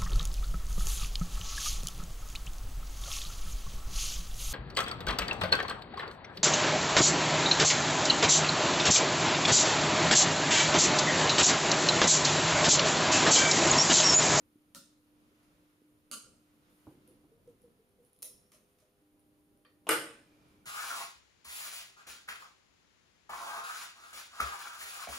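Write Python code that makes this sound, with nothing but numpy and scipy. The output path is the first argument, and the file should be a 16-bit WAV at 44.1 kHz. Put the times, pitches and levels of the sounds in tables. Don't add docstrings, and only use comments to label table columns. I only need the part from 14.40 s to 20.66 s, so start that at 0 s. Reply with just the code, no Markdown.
import sys
import numpy as np
from scipy import signal
from scipy.fft import rfft, irfft, next_fast_len
from scipy.io import wavfile
from scipy.ndimage import uniform_filter1d, map_coordinates

SR = 44100
rng = np.random.default_rng(int(sys.argv[2]) if len(sys.argv) > 2 else 0)


def field_ratio(decibels):
    return 10 ** (np.asarray(decibels, dtype=float) / 20)


def transcribe(signal):
    frames = np.atleast_2d(signal).T
    limited = np.clip(frames, -1, 1)
    pcm = np.round(limited * 32767).astype(np.int16)
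    wavfile.write(sys.argv[1], SR, pcm)


N = 275911
RING = SR * 3 // 5

# (time [s], peak level [dB], left-right [dB], room answer [dB])
SOFT_SNAP = [
    (0.3478, -36, -1, 4.8),
]
HARD_SNAP = [
    (1.7136, -30.5, -2, 6),
]
FLICKS = [
    (3.822, -35, .5, 5.5),
    (3.8275, -29.5, -.5, 0.5),
]
TICKS = [(2.676, -53, -1, 4), (3.218, -58, 1.5, 3), (3.49, -65, 0, 0), (3.649, -58, -1.5, 3),
         (3.731, -54, -.5, 0), (3.763, -61, .5, 0), (3.789, -54, .5, 0), (4.794, -62, 1.5, 3),
         (5.174, -63, .5, 0), (5.25, -65, 0, 0), (6.085, -65, 0, 0)]
RUBS = [
    (1.03, -65, 0, 3.9),
    (3.075, -66, 0.086, 4.1),
    (4.1186, -53, 1, 6.4),
    (4.386, -64, 0.11, 4.8),
    (4.402, -65, 0, 3.6),
]
# (frequency [Hz], density [dB per Hz])
SOFT_SNAP_COLOUR = [(88, -30), (150, -15.5), (239, -6), (471, -29), (550, -9.5), (827, -40), (948, -11),
                    (1020, -28), (1370, -9), (1660, -29), (3690, -15.5), (9920, -14.5), (15500, -22.5)]
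HARD_SNAP_COLOUR = [(47, -49), (80, -20.5), (236, -0.5), (366, -20), (391, -10.5), (635, -13.5),
                    (884, -21.5), (1370, 2.5), (1830, -20), (2840, -4), (3540, -12.5), (8550, -3.5),
                    (15500, -14.5)]
FLICK_COLOUR = [(180, -37), (300, -12), (553, -6.5), (620, -15), (769, -18), (1260, -12), (1540, -21),
                (2040, -15.5), (3020, -10.5), (5480, -7.5), (7880, -7.5), (10400, 6), (15500, -5)]
TICK_COLOUR = [(1000, -51), (2000, -30.5), (3000, -15.5), (5000, -16), (8000, -23), (10000, 3),
               (13000, -14.5), (15500, -19.5)]
RUB_COLOUR = [(470, -52), (800, -6), (1270, 5), (1470, -5), (1880, -0.5), (5400, -4), (8030, -6),
              (10200, 3), (15500, -10.5)]
# (frequency [Hz], width [Hz], lift [dB])
SOFT_SNAP_MODES = [(1806, 77, 15.5), (4000, 1100, 4.5), (5300, 300, 2), (6440, 230, 2)]
HARD_SNAP_MODES = [(1166, 57, 10), (2834, 48, 5.9), (3030, 45, 11), (4260, 450, 7.2), (4740, 300, 9),
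                   (6540, 220, 9.8), (8360, 200, 7.7), (10100, 620, 9)]
FLICK_MODES = [(200, 49, 6.9), (490, 44, 9.9), (2020, 100, 7.8), (2580, 60, 8.5), (4000, 170, 6.4),
               (5350, 80, 11), (6000, 200, 4.8), (6460, 350, 5.9), (9840, 1000, 5.6)]
RUB_MODES = [(2620, 110, 3.1), (5540, 120, 5), (6400, 270, 7.5), (8500, 130, 4.9)]


def string():
    soft_snap = contacts(SOFT_SNAP, SOFT_SNAP_COLOUR, SOFT_SNAP_MODES,
                         chatter_s=0.0023, build_s=0.0098, echo=(.008, .5))
    hard_snap = contacts(HARD_SNAP, HARD_SNAP_COLOUR, HARD_SNAP_MODES,
                         chatter_s=0.0029, build_s=0.014, echo=(.008, .6))
    flicks = contacts(FLICKS, FLICK_COLOUR, FLICK_MODES, chatter_s=0.0036, build_s=0.015)
    ticks = contacts(TICKS, TICK_COLOUR, [], chatter_s=0.002, build_s=0.0073)
    rubs = contacts(RUBS, RUB_COLOUR, RUB_MODES, chatter_s=0.005, build_s=0.013)
    return soft_snap + hard_snap + flicks + ticks + rubs


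# (time [s], peak level [dB], pitch [Hz], T60 [s])
TWANGS = [
    (1.865, -59.5, 518, 0.17),
    (2.68, -60.5, 499, 0.32),
    (2.915, -58, 465, 0.27),
    (3.074, -44.5, 470, .15),
    (3.237, -52.5, 470, 0.21),
    (3.39, -59, 453, 0.15),
    (3.585, -59.5, 480, 0.33),
    (3.835, -61, 615, 0.23),
    (4.14, -64, 615, 0.19),
    (4.42, -67, 617, .25),
]
# (time [s], peak level [dB], pitch [Hz], T60 [s])
RINGS = [(1.73, -53.5, 1386, .42), (1.716, -64, 3030, 0.29), (1.717, -60, 4700, .35),
         (3.828, -64, 5460, 0.74), (5.251, -72.5, 4600, 0.14), (5.249, -71, 3150, 0.18),
         (5.493, -41.5, 2940, .45), (5.492, -44.5, 1207, 0.28), (5.492, -55, 865, 0.27),
         (6.24, -68, 1450, 0.14), (5.492, -52.5, 5310, .55), (5.492, -49.5, 663, 0.56)]


def string_bed():
    twangs = sum(decaying(s, db, hz, t60, attack_s=0.0041) for s, db, hz, t60 in TWANGS)
    rings = sum(decaying(s, db, hz, t60, attack_s=0.002, flutter=.8, rate=hz / 20)
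                for s, db, hz, t60 in RINGS)
    return twangs + rings


def squeal():
    start_s, start_hz, level_db = 5.8, 2450, -78
    sag_hz_per_s, rise_s, fade_db_per_s = 330, .12, 8
    t = np.clip(np.arange(N) / SR - start_s, 0, None)
    pitch_hz = start_hz - sag_hz_per_s * t + 55 * wobble(120)
    phase = 2 * np.pi * np.cumsum(pitch_hz) / SR
    grip = np.clip(t / rise_s, 0, 1) * field_ratio(level_db - fade_db_per_s * t)
    return grip * (.9 + .6 * wobble(300)) * np.sin(phase)


# (time [s], peak level [dB], left-right [dB], room answer [dB])
KNOCKS = [
    (2.469, -38.5, -1.9, -3.5),
    (2.84, -53, -.5, -4),
]
THUDS = [
    (.156, -43, 1, -18),
    (.89, -55, -.5, 4.5),
    (1.417, -47, -1, -4.5),
    (2.55, -45.5, 0, 4.5),
    (2.68, -46, 0, 0),
    (3.08, -55, 0, 4),
    (3.24, -52, 0, 1),
    (5.745, -47, 0, 1),
]
# (frequency [Hz], density [dB per Hz])
KNOCK_COLOUR = [(25, -35), (60, -8.5), (150, -0.5), (220, -7), (305, 6.5), (420, -9), (580, -9.5),
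                (720, -18), (860, -13.5), (1500, -28.5), (2200, -57)]
PALM_COLOUR = [(25, -36), (80, -10), (200, -3), (300, 6), (420, -6.5), (700, -42), (1500, -77)]


def frame():
    knocks = contacts(KNOCKS, KNOCK_COLOUR, [], chatter_s=0.0092, build_s=0.0041)
    thuds = contacts(THUDS, PALM_COLOUR, [], chatter_s=0.0014, build_s=0.019)
    return knocks + thuds


# (time [s], peak level [dB], left-right [dB], room answer [dB])
TAPS = [
    (5.268, -64, .5, 2),
    (5.249, -56.5, .5, 3.1),
]
TOUCH = [
    (5.4688, -33, 2, 6),
]
CLACK = [
    (5.4907, -13.5, 2.6, 3.78),
]
# (frequency [Hz], density [dB per Hz])
TAP_COLOUR = [(240, -39.5), (400, -16), (502, 7), (666, -12), (1260, 2.5), (1520, -5), (1810, -7),
              (4220, -10), (6000, -24.5), (7800, -73), (13200, -120)]
TOUCH_COLOUR = [(40, -53), (120, -23), (200, -5), (922, -1), (1950, -18.5), (3040, -10), (4110, -26),
                (14000, -36)]
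CLACK_COLOUR = [(25, -61), (60, -50), (140, -20.5), (260, -33.5), (400, -13.5), (800, -21), (1450, -12),
                (3000, -16), (4000, -24), (5900, -29), (8500, -19), (12700, -20.5), (15500, -49)]
# (frequency [Hz], width [Hz], lift [dB])
TAP_MODES = [(1150, 98, 7.3), (1836, 170, 17), (2400, 93, 11), (3150, 120, 10), (3520, 100, 9.8),
             (4300, 120, 11), (4600, 100, 12)]
CLACK_MODES = [(320.3, 40.6, 16), (353, 20, 3.8), (465, 47, 11.1), (615, 96, 5.2), (863, 17, 11),
               (1210, 200, 6), (1476, 190, 7.6), (2030, 110, 4.2), (2890, 120, 3.2), (5040, 290, 8.3),
               (9050, 340, 6.2)]
# (frequency [Hz], level [dB], T60
# [s])
STEEL = [(313, -35, 0.51), (473, -35, 0.248), (1420, -57.5, .45), (451, -20.5, 0.051), (1450, -18.5, 0.024),
         (5350, -50, 0.49), (561, -42.5, 0.63)]


def clamp():
    taps = contacts(TAPS, TAP_COLOUR, TAP_MODES, chatter_s=0.0066, build_s=0.0031)
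    touch = contacts(TOUCH, TOUCH_COLOUR, [], chatter_s=0.0074, build_s=0.014)
    clack = contacts(CLACK, CLACK_COLOUR, CLACK_MODES, chatter_s=0.0047, build_s=0.017, echo=(.017, .3))
    shut_s = CLACK[0][0]
    ring = sum(decaying(shut_s, db, hz, t60, attack_s=0.0025) for hz, db, t60 in STEEL)
    return taps + touch + clack + ring


# (frequency [Hz], level at each of the three positions [dB, dB, dB])
HUM = [(299.8, -71.5, -104, -71.5), (404, -95, -81.5, -83), (505, -90.5, -83, -88.5),
       (607, -105.5, -99.5, -91), (696, -102.5, -90, -107), (799, -99, -95, -90.5)]


def hum():
    t = np.arange(N) / SR
    position = positions()
    total = 0
    for hz, *levels_db in HUM:
        level_db = np.array(levels_db)[position] + 1.4 * wobble(9.6)
        phase = 2 * np.pi * hz * t + 0.14 * wobble(6)
        total = total + np.sqrt(2) * field_ratio(level_db) * np.sin(phase)
    return total


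# (frequency [Hz], density [dB per Hz])
RUMBLE = [(12, -55.5), (20, -15.5), (92, -11), (171, -11), (266, -11.5), (298, -12), (420, -16.5),
          (573, -18), (822, -32.5), (1000, -24.5), (1300, -66), (2200, -120)]
HISS = [(410, -17), (700, 1), (824, -0.5), (970, 1), (1340, 4), (1630, -0.5), (2980, -2.5), (8000, -12),
        (10400, -46), (17600, -120)]
AIR = [(4120, -61.5), (7000, -6.5), (7400, -17.5), (8240, -9), (9360, 0.5), (10800, -2), (14900, -6.5),
       (16000, -15.5)]
# (rumble [dB], hiss [dB], air [dB])
QUIET = [
    (-73.5, -79, -81.5),
    (-73, -79.5, -82.5),
    (-73, -81, -82.5),
]
# (frequency [Hz], correlation [-1 to 1])
TONE_ALIKE = [(60, 0.46), (130, 0.86), (290, 0.9), (640, 0.38), (1410, -0.27), (3100, 0.083), (6820, 0.33),
              (15000, 0.67)]
# (start [s], length [s], lift [dB])
MOVES = [
    (.55, 0.98, 5),
    (1.85, 1.2, 5.5),
    (2.9, 0.42, 0.5),
    (5.5, 0.94, 10),
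]
# (start [s], length [s], lift [dB])
DRAGS = [
    (2.28, 0.28, 5),
    (3.0, 0.43, 1),
    (3.62, 0.086, 3.5),
    (3.9, .5, 2.5),
    (4.75, 0.36, 1),
]
# (start [s], length [s], lift of the rumble [dB])
LEANS = [
    (1.82, 0.23, 4),
    (2.45, 1.0, 3.5),
    (4.2, 0.46, -2.5),
    (5.72, 0.12, 1.5),
    (5.95, 0.54, 2.5),
]
MOVE_SHARE = [0.39, 0.88, .05]
DRAG_SHARE = [0.14, 0.24, 1]


def room_tone():
    levels_db = np.array(QUIET)[positions()].T
    levels_db = levels_db + np.outer(MOVE_SHARE, swells(MOVES, edge=0.38))
    levels_db = levels_db + np.outer(DRAG_SHARE, swells(DRAGS, edge=0.11))
    levels_db[0] += swells(LEANS, edge=0.24)
    total = 0
    for spectrum, level_db, swell_db in zip([RUMBLE, HISS, AIR], levels_db, [1.5, .6, .5]):
        noise = filtered(rng.standard_normal((2, N)), lambda hz: field_ratio(along(spectrum, hz)))
        total = total + unit(diffuse(noise, TONE_ALIKE)) * field_ratio(level_db + swell_db * wobble(15))
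    return total


SCENE_CHANGES = [2.87, 4.62]


def positions():
    return np.searchsorted(SCENE_CHANGES, np.arange(N) / SR)


def swells(rows, edge):
    t = np.arange(N) / SR
    ramp = lambda u: np.sin(np.pi / 2 * np.clip(u, 0, 1)) ** 2
    total = 0
    for start, span, db in rows:
        rise = ramp((t - start) / (edge * span))
        fall = ramp((start + span - t) / (edge * span))
        total = total + db * rise * fall
    return total


def contacts(events, colour, modes, chatter_s, build_s, echo=(0, 0)):
    out = np.zeros((2, N + RING))
    t = np.arange(RING // 6) / SR
    impulse = filtered(1. * (t == 0), causal(colour, modes))
    impulse /= np.linalg.norm(impulse)
    late = np.clip(t - echo[0], 0, None)
    shake = np.exp(-t / chatter_s) + echo[1] * (late > 0) * np.exp(-late / chatter_s)
    size = np.linalg.norm(shake)
    for s, db, pan_db, room_db in events:
        chatter = rng.standard_normal((2, len(t))) * shake
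        near, sideways = signal.fftconvolve(chatter, impulse[None], axes=1)
        near, sideways = size / np.linalg.norm(near) * np.array([near, sideways])
        scatter = filtered(sideways, lambda hz: hz / (hz + 1500)) * [[1], [-1]]
        blow = near + 0.5 * scatter
        both = signal.fftconvolve(impulse[None], tail(build_s), axes=1)[:, :RING]
        both *= field_ratio(room_db) * size
        both[:, :len(near)] += blow * field_ratio([[pan_db / 2], [-pan_db / 2]])
        out[:, round(s * SR):][:, :RING] += field_ratio(db - 5.0) * both
    return out[:, :N]


def decaying(s, db, hz, t60, attack_s, flutter=0, rate=40):
    t = np.arange(RING) / SR
    envelope = field_ratio(db - 60 * t / t60) * (1 - np.exp(-t / attack_s))
    tone = envelope * np.sin(2 * np.pi * hz * t + 0.84 * wobble(rate, size=RING))
    tone = tone * (1 + flutter * wobble(rate, size=RING))
    return np.pad(tone, (round(s * SR), N))[:N]


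# (frequency [Hz], T60 [s])
WALLS = [(100, 0.71), (400, 0.5), (1500, 0.47), (5000, 0.51), (9000, 0.46), (15000, 0.27)]
# (frequency [Hz], correlation [-1 to 1])
ALIKE = [(60, .9), (130, .97), (290, .99), (640, .88), (1410, .2), (3100, .25), (6820, .25), (15000, .35)]


def tail(build_s):
    age = np.arange(RING) / SR
    spiky = field_ratio(7.9 * np.exp(-age / 0.088) * np.clip(rng.standard_normal(RING), -2, 2))
    hz, t, z = signal.stft(rng.standard_normal((2, RING)) * unit(spiky), SR, nperseg=256)
    lasting = uniform_filter1d(rng.standard_normal(z.shape[1:]), size=24, axis=1)
    z = z * field_ratio(2.5 * unit(lasting))
    decay = field_ratio(-60 * t / along(WALLS, hz)[:, None])
    pair = signal.istft(z * decay, SR, nperseg=256)[1][:, :RING]
    pair = diffuse(pair, ALIKE) * (1 - np.exp(-(age / build_s) ** 2))
    return pair / np.linalg.norm(pair[0])


def diffuse(pair, alike):
    turn = lambda hz: np.arccos(np.clip(along(alike, hz), -1, 1)) / 2
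    mid, side = filtered(pair, lambda hz: np.array([np.cos(turn(hz)), np.sin(turn(hz))]))
    return np.array([mid + side, mid - side])


def causal(colour, modes):
    def response(hz):
        lift_db = sum(db / (1 + (2 * (hz - centre) / width) ** 2) for centre, width, db in modes)
        cepstrum = irfft(np.log(field_ratio(along(colour, hz) + lift_db) + 1e-6))
        cepstrum[1:len(hz) - 1] *= 2
        cepstrum[len(hz):] = 0
        return np.exp(rfft(cepstrum, len(cepstrum)))
    return response


def filtered(x, response):
    m = next_fast_len(x.shape[-1] + 8192)
    return irfft(rfft(x, m) * response(np.fft.rfftfreq(m, 1 / SR)), m)[..., :x.shape[-1]]


def wobble(rate, size=N):
    knots = rng.standard_normal(int(size * rate / SR) + 4)
    return map_coordinates(knots, [np.arange(size) * rate / SR])


def along(points, hz):
    f, v = np.transpose(points)
    return np.interp(np.log(hz + 1), np.log(f + 1), v)


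def unit(x):
    return x / np.sqrt(np.mean(x ** 2) + 1e-20)


def scene():
    return string() + string_bed() + squeal() + frame() + clamp() + hum() + room_tone()


def roll_off(x):
    return signal.sosfilt(signal.butter(12, 16330, fs=SR, output="sos"), x)


def record(dry):
    def microphone(hz):
        notch = 1 - .5 * np.exp(-((hz - 7900) / 150) ** 2)
        return notch / (1 + (hz / 15650) ** 120)
    balance_db = [[-.3], [.3]]
    mix = filtered(dry, microphone) * field_ratio(balance_db)
    return roll_off(mix)


dry = scene()
out = record(dry)
transcribe(out)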